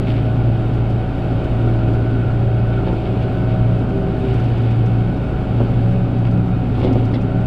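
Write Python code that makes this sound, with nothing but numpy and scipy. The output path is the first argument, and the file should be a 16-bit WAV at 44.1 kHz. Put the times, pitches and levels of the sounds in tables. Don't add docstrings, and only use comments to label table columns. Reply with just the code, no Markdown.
import sys
import numpy as np
from scipy import signal
from scipy.fft import rfft, irfft, next_fast_len
from scipy.io import wavfile

SR = 44100
rng = np.random.default_rng(int(sys.argv[2]) if len(sys.argv) > 2 else 0)


def dump(signal):
    limited = np.clip(np.atleast_2d(signal).T, -1, 1)
    pcm = np.round(limited * 32767).astype(np.int16)
    wavfile.write(sys.argv[1], SR, pcm)


N = 328986

# time_s, level_db, hardness_db_per_octave
KNOCKS = [(2.835, -19.5, -3), (2.874, -23, 16), (2.9, -20, 12), (2.93, -15.5, -2), (5.604, -12.5, -6),
          (5.6112, -11.5, 2), (6.782, -21.5, 9), (6.809, -23, 13), (6.831, -16.5, 6), (6.8473, -11.5, 1),
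          (6.861, -18.5, 1), (6.871, -14, -11), (6.893, -15.5, -7), (6.913, -16, -8), (6.957, -12, 0),
          (6.9653, -16.5, -3), (6.996, -23.5, -1), (7.16, -14, -9)]
# frequency_hz, density_db
SPLINTER_SPECTRUM = [(900, -9), (1700, 0.5), (2300, 7), (3100, 4), (3800, 7), (4300, -13), (5400, -19.5),
                     (6300, -33.5), (9000, -36), (14000, -34.5)]


def from_db(db):
    return 10 ** (np.asarray(db) / 20)


def rms_one(x):
    return x / np.sqrt(np.mean(x ** 2) + 1e-20)


def in_time(rows):
    times, values = np.transpose(rows)
    return np.interp(np.arange(N) / SR, times, values)


def swell(time_s, width_s):
    return np.exp(-0.5 * ((np.arange(N) / SR - time_s) / width_s) ** 2)


def drift(rate_hz):
    step, settling = 40, 2000
    pole = np.exp(-2 * np.pi * step * rate_hz / SR)
    white = rng.standard_normal(N // step + settling + 2)
    slow = signal.lfilter([1], [1, -2 * pole, pole * pole], white)[settling:]
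    return np.interp(np.arange(N) / step, np.arange(len(slow)), rms_one(slow))


def colour(x, spectrum):
    hz, db = np.transpose(spectrum)
    size = next_fast_len(N)
    bins_hz = np.maximum(np.arange(size // 2 + 1) * SR / size, 1)
    gain = from_db(np.interp(np.log(bins_hz), np.log(hz), db, left=-120, right=-120))
    return rms_one(irfft(rfft(x, size) * gain, size)[:N])


def noise(spectrum):
    return colour(rng.standard_normal(N), spectrum)


def tone(turns, order, flutter, rate_hz):
    angle = 2 * np.pi * (order * turns + rng.random()) + flutter * drift(rate_hz)
    return rms_one((1 + flutter * drift(rate_hz)) * np.cos(angle))


def ring(force, pitch_hz, t60_s):
    radius, angle = from_db(-60 / (t60_s * SR)), 2 * np.pi * pitch_hz / SR
    return signal.lfilter([0, np.sin(angle)], [1, -2 * radius * np.cos(angle), radius ** 2], force + 1e-18)


def blows(events, rise_s, decay_s):
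    envelope, age_s = np.zeros(N + SR), np.arange(SR // 10) / SR
    shape = (1 - np.exp(-age_s / rise_s)) * np.exp(-age_s / decay_s)
    for time_s, db in events:
        envelope[round(time_s * SR):][:len(shape)] += from_db(db) * shape
    return envelope[:N]


def grains(per_s, spread_db):
    sizes = from_db(spread_db * np.minimum(rng.exponential(1, N), 4))
    return rms_one(sizes * rng.choice([-1, 1], N) * (rng.random(N) < per_s / SR))


def engine(turns, sag_hz, swell_db):
    # time_s, level_db
    boom_curve = [(0, -17), (0.98, -18.5), (1.16, -31.5), (1.33, -15.5), (1.44, -26.5), (1.62, -16),
                  (2.85, -18.5), (3.28, -22.5), (3.66, -15.5), (4.1, -24.5), (4.38, -19), (4.55, -17.5),
                  (4.78, -15.0), (5.08, -16.5), (5.3, -29.5), (5.44, -26), (5.58, -15.5), (6.4, -17.5),
                  (6.82, -20), (6.98, -16.5), (7.15, -19.5), (7.46, -16.5)]
    # crank_order, level_db
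    orders = [(1, -42.5), (1.5, -38.5), (2.5, -33.5), (3, -43.5), (3.5, -36), (4.5, -28), (5, -31),
              (6, -36.5), (7, -35), (8, -40.5), (10, -47), (10.5, -48.5), (12.5, -52), (15.5, -55),
              (18, -65), (18.5, -55), (20, -50.5), (27, -54), (28, -60.5)]
    labour_db_per_hz = 8
    firing_db = -28 + labour_db_per_hz * sag_hz + 0.24 * swell_db
    firing = from_db(firing_db) * tone(turns, order=2, flutter=0.18, rate_hz=6.4)
    boom = from_db(in_time(boom_curve) - 0.14) * tone(turns, order=4, flutter=0.13, rate_hz=2.8)
    lines = sum(from_db(db) * tone(turns, order, flutter=0.2, rate_hz=2.9) for order, db in orders)
    return firing + boom + lines


def gears(turns, sag_hz, swell_db):
    # crank_order, level_db, flutter_depth, sag_db_per_hz, swell_share
    whine_lines = [(19.48, -41, 0.22, -16.5, 0.3), (22.07, -40, 0.22, 1, 0.98), (26.01, -39, 0.13, 2, 0)]
    # time_s, level_db
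    octave_curve = [(0, -50.5), (1.2, -49.5), (1.8, -48), (2.75, -45), (3, -63), (3.25, -44.5), (3.6, -51),
                    (4.15, -47.5), (4.7, -54), (5.3, -48), (6.1, -58), (7.46, -51)]
    # crank_order, level_db
    mesh_lines = [(29.27, -58), (33.3, -56.5), (66.03, -61), (78, -62), (87.8, -58), (130, -63.5)]
    whines = sum(from_db(db + per_hz * sag_hz + share * swell_db) * tone(turns, order, flutter, 3.2)
                 for order, db, flutter, per_hz, share in whine_lines)
    cover = from_db(-3.5) * rms_one(ring(rng.standard_normal(N), pitch_hz=1478, t60_s=0.12))
    octave = tone(turns, order=52, flutter=0.54, rate_hz=2.1)
    mesh = sum(from_db(db) * tone(turns, order, flutter=0.94, rate_hz=31) for order, db in mesh_lines)
    return whines + from_db(in_time(octave_curve)) * (octave + cover) + mesh


def clatter(turns, swell_db):
    # frequency_hz, density_db
    spectrum = [(500, -14), (900, -8.5), (1120, -10), (1300, -2.5), (1390, 0), (1450, -3), (1510, -7.5),
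                (1600, -7.5), (1850, -17.5), (2500, -16), (4000, -35.5), (8000, -57)]
    firings = 2 * turns
    imbalance = np.array([1, -1, 0.3, -0.3])[firings.astype(int) % 4]
    bursts = np.exp(-(firings % 1) / 0.5) * (1 + 0.36 * imbalance)
    level_db = -42.5 + 0.12 * swell_db + 0.64 * drift(21)
    return from_db(level_db) * colour((1 + 0.5 * bursts) * rng.standard_normal(N), spectrum)


def loose_panel(turns):
    # time_s, level_db
    buzz_curve = [(0, -60), (.85, -48), (1.2, -51.5), (1.95, -43.5), (2.4, -49.5), (2.8, -43.5),
                  (3.05, -56), (4.5, -48), (5.7, -59.5), (6.6, -49.5), (7.46, -51)]
    shake = 1 + 0.7 * np.cos(np.pi * turns)
    resonance = rms_one(ring(rng.standard_normal(N), pitch_hz=1400, t60_s=0.041))
    level_db = in_time(buzz_curve) + 0.54 * drift(5.5)
    mesh = 0.33 * tone(turns, order=48, flutter=0.45, rate_hz=7.5)
    return from_db(level_db) * rms_one(shake * (resonance + mesh))


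def rolling(thick_db):
    # frequency_hz, density_db
    ground_spectrum = [(8, -12), (20, -1.5), (35, -1), (50, -7.5), (65, -11.5), (80, -3.5), (100, 1.5),
                       (128, -1), (155, -7.5), (200, -10), (300, -38)]
    cab_spectrum = [(120, -34.5), (185, -0.5), (215, -5), (255, -4), (280, 1.5), (315, -3.5), (405, -1.5),
                    (450, -7.5), (600, -10), (800, -11.5), (950, -19.5), (1200, -23), (2500, -62)]
    drone_spectrum = [(170, -30), (235, 0), (258, 2), (282, -1), (310, -15), (420, -32)]
    # time_s, level_db
    drone_level_curve = [(0, -29), (.9, -33.5), (2.1, -28.5), (2.6, -42.5), (3.4, -33.5), (3.9, -25.5),
                         (4.8, -32.5), (6, -28), (6.6, -28), (7.46, -30)]
    rock_s = 0.049
    rocking = sum(from_db(db) ** 2 * swell(time_s + rock_s, rock_s) for time_s, db, _ in KNOCKS)
    rocking /= rocking.max()
    panels = from_db(-27.5 + 0.46 * thick_db + 1.5 * rocking) * noise(cab_spectrum)
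    drone = from_db(in_time(drone_level_curve) + 6.5 * rocking) * noise(drone_spectrum)
    return from_db(-26.5) * noise(ground_spectrum) + panels + drone


def mower(turns):
    # time_s, level_db
    low_curve = [(0, -38), (2.9, -36), (3.3, -31.5), (4.2, -29.5), (4.7, -39.5), (5, -30.5), (5.4, -32.5),
                 (6, -24), (6.2, -33), (6.45, -20), (6.8, -37), (7.46, -27)]
    mid_curve = [(0, -36), (0.6, -35.5), (1.3, -41.5), (1.75, -29), (2.6, -42), (2.9, -30.5), (3.3, -45),
                 (4, -38.5), (7.46, -43.5)]
    high_curve = [(0, -41.5), (1.8, -38.5), (2.05, -30), (2.4, -40), (2.78, -27), (3.08, -26.5),
                  (3.3, -33.5), (3.7, -39), (3.95, -28), (4.3, -23.5), (4.6, -43), (7.46, -38)]
    shaft_turns = 0.655 * turns
    throb = from_db(-34) * tone(shaft_turns, order=1, flutter=0.15, rate_hz=1.5)
    beat = from_db(-44.5) * tone(shaft_turns, order=4, flutter=0.16, rate_hz=3)
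    low = from_db(in_time(low_curve) + 3) * tone(turns, order=6.21, flutter=0.42, rate_hz=6.9)
    mid = from_db(in_time(mid_curve) + 0.9) * tone(turns, order=11.73, flutter=0.083, rate_hz=4.4)
    high = from_db(in_time(high_curve) - 3) * tone(turns, order=13.57, flutter=0.33, rate_hz=6.3)
    return throb + beat + low + mid + high


def grass(turns, thick_db):
    # frequency_hz, density_db
    grass_spectrum = [(1000, -17.5), (1700, -2), (2060, -5), (2230, 3), (2400, -3), (2550, 0.5), (3050, -1),
                      (3500, -5.5), (3730, -8), (3950, -11), (4550, -11), (5600, -25.5), (7000, -36.5),
                      (14000, -59)]
    straw_spectrum = [(3000, -18), (5000, 4.5), (6300, -2), (7500, 2), (8400, 0), (9200, -5.5),
                      (10100, -5.5), (11000, -2.5), (12600, -7.5), (14000, -10), (15500, -22)]
    # centre_s, width_s, level_db, woody_share, straw_rise_db
    tufts = [(0.101, 0.03, -38, 0.2, 4), (0.179, 0.016, -42, .5, 0), (2.742, 0.01, -42.5, 0.3, -2),
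             (2.878, 0.018, -42, 0.3, 0), (3.064, 0.011, -41, 0.4, -2), (3.234, 0.017, -44, .3, -2),
             (3.515, 0.016, -45, .3, 0), (4.29, 0.045, -46, 0.4, 1.5), (4.4, 0.064, -50.5, 0.7, 1),
             (4.683, .06, -47, 0.4, 0), (6.269, 0.02, -44, 0, 0), (6.75, 0.013, -48, .3, -1),
             (6.827, 0.039, -42.5, 0.3, 1), (6.885, 0.013, -48, 0.4, -1), (6.997, 0.03, -47, .3, 1)]
    chop = 1 + 0.061 * np.cos(2 * np.pi * 2 * turns)
    cutting_db = -46 + thick_db + 0.23 * drift(3.2)
    cutting = from_db(cutting_db) * colour(chop * grains(per_s=14000, spread_db=2.5), grass_spectrum)
    snaps = grains(per_s=2400, spread_db=4)
    soft, woody = colour(snaps, grass_spectrum), colour(snaps, SPLINTER_SPECTRUM)
    rips = np.zeros(N)
    straw_db = -65.5 + 0.53 * thick_db + 0.8 * drift(10)
    for centre_s, width_s, db, woody_share, straw_rise_db in tufts:
        rips += from_db(db) * swell(centre_s, width_s) * (soft + woody_share * (woody - soft))
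        straw_db += straw_rise_db * swell(centre_s, 1.1 * width_s)
    straw = from_db(straw_db) * colour(chop * grains(per_s=9300, spread_db=2.5), straw_spectrum)
    return cutting + rips + straw


def stalks():
    # start_s, level_db
    hard_flicks = [(0.7372, -52), (0.8979, -52), (1.4394, -52), (1.931, -51), (2.9294, -53), (3.2231, -52),
                   (3.7878, -53), (3.8906, -53), (4.336, -50), (4.3934, -55), (4.4378, -51), (4.575, -51),
                   (4.7062, -50.5), (4.8579, -52.5), (5.169, -55), (6.1794, -56), (6.3106, -52),
                   (6.793, -53), (6.84, -51), (6.9275, -45), (7.0484, -49), (7.139, -56), (7.2115, -52)]
    # frequency_hz, density_db
    spectrum = [(2000, -13), (4500, 8.5), (7500, -4), (9500, -6.5), (12500, -15), (15500, -30.5)]
    faint_per_s = 20
    faint_s = np.flatnonzero(rng.random(N) < faint_per_s / SR) / SR
    faint_db = -67 - 3.5 * rng.standard_normal(N)[:len(faint_s)]
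    envelope = blows(hard_flicks + list(zip(faint_s, faint_db)), rise_s=0.0016, decay_s=0.011)
    return envelope * colour(grains(per_s=5000, spread_db=0), spectrum)


def sticks():
    # start_s, level_db
    breaks = [(0.251, -38), (6.792, -39), (6.826, -31), (6.839, -30), (6.866, -36), (7.137, -26),
              (7.152, -38)]
    # pitch_hz, relative_db, t60_s
    modes = [(2170, 5.5, .012), (2700, -0.5, 0.0056), (3500, 3, 0.01), (3833, -1, 0.0083),
             (4400, -5.5, .007), (5100, -11, .013), (5420, -13, .013)]
    splinters = grains(per_s=3700, spread_db=-1)
    steel = sum((-1) ** k * from_db(db) * rms_one(ring(splinters, pitch_hz, t60_s))
                for k, (pitch_hz, db, t60_s) in enumerate(modes))
    wood = from_db(-4.5) * colour(splinters, SPLINTER_SPECTRUM)
    return blows(breaks, rise_s=0.0066, decay_s=0.0095) * (rms_one(steel) + wood)


def hitch():
    # pitch_hz, relative_db, t60_s
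    modes = [(254.7, 6, 0.12), (316, 2.5, 0.069), (363, 3, 0.12), (440, -5, 0.045), (490, 2.5, 0.05),
             (545, -0.5, 0.045), (670, -7, 0.03), (760, -10, 0.033), (868, -14, 0.11), (1040, -23, 0.035)]
    pivot_hz = modes[2][0]
    onsets = [round(time_s * SR) for time_s, _, _ in KNOCKS]
    ringing = np.zeros(N)
    for pitch_hz, mode_db, t60_s in modes:
        octaves = np.log2(pitch_hz / pivot_hz)
        strikes = [(time_s, db + hardness * octaves) for time_s, db, hardness in KNOCKS]
        impulses = np.zeros(N)
        impulses[onsets] = from_db(np.array(strikes)[:, 1] + rng.normal(0, 1, len(onsets)))
        judder = from_db(-28.5) * blows(strikes, rise_s=0.0014, decay_s=0.0074) * rng.standard_normal(N)
        ringing += from_db(mode_db - 10) * ring(impulses + judder, pitch_hz, t60_s)
    cab_walls = signal.butter(2, 1100, fs=SR, output="sos")
    return signal.sosfilt(cab_walls, ringing)


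def scene():
    # time_s, speed_hz
    speed_curve = [(0, 28.88), (0.2, 28.39), (0.5, 28.68), (0.9, 28.6), (1.1, 28.81), (1.5, 28.61),
                   (2.5, 28.68), (2.9, 28.6), (3.5, 28.79), (4.05, 28.69), (4.38, 28.57), (4.6, 28.73),
                   (5.1, 28.72), (5.3, 28.41), (5.85, 29.06), (6.25, 28.93), (6.55, 28.52), (6.95, 28.52),
                   (7.3, 28.86), (7.46, 28.8)]
    # time_s, gain_db
    thickness_curve = [(0, 1), (.5, 0), (1.2, 0), (1.45, 2), (2.5, -1.1), (3.05, 1.7), (3.95, -0.7),
                       (4.45, 2.5), (5.2, -1), (5.6, 1), (6.55, -2.5), (6.9, 2), (7.2, -1.5), (7.46, -2)]
    # time_s, level_db
    whine_curve = [(0, -39.5), (0.95, -41.5), (1.2, -36), (2.4, -39.5), (3.1, -41.5), (3.55, -33),
                   (3.85, -38.5), (4.25, -37), (4.65, -52), (5.3, -38), (5.9, -45), (7.1, -47), (7.46, -38)]
    speed_hz, thick_db, whine_db = in_time(speed_curve), in_time(thickness_curve), in_time(whine_curve)
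    governed_hz = 28.7
    hunting_hz = 0.03 * drift(rate_hz=4)
    turns = np.cumsum(speed_hz + hunting_hz) / SR
    sag_hz = governed_hz - speed_hz
    swell_db = whine_db - whine_db.mean()
    diesel = clatter(turns, swell_db) + engine(turns, sag_hz, swell_db) + gears(turns, sag_hz, swell_db)
    cab = loose_panel(turns) + rolling(thick_db)
    mowing = mower(turns) + grass(turns, thick_db) + stalks() + sticks()
    return (diesel + cab + mowing + hitch())[None]


def record(dry):
    stopband_hz = 15500
    return signal.sosfilt(signal.cheby2(12, 70, stopband_hz, fs=SR, output="sos"), dry)


dry = scene()
out = record(dry)
dump(out)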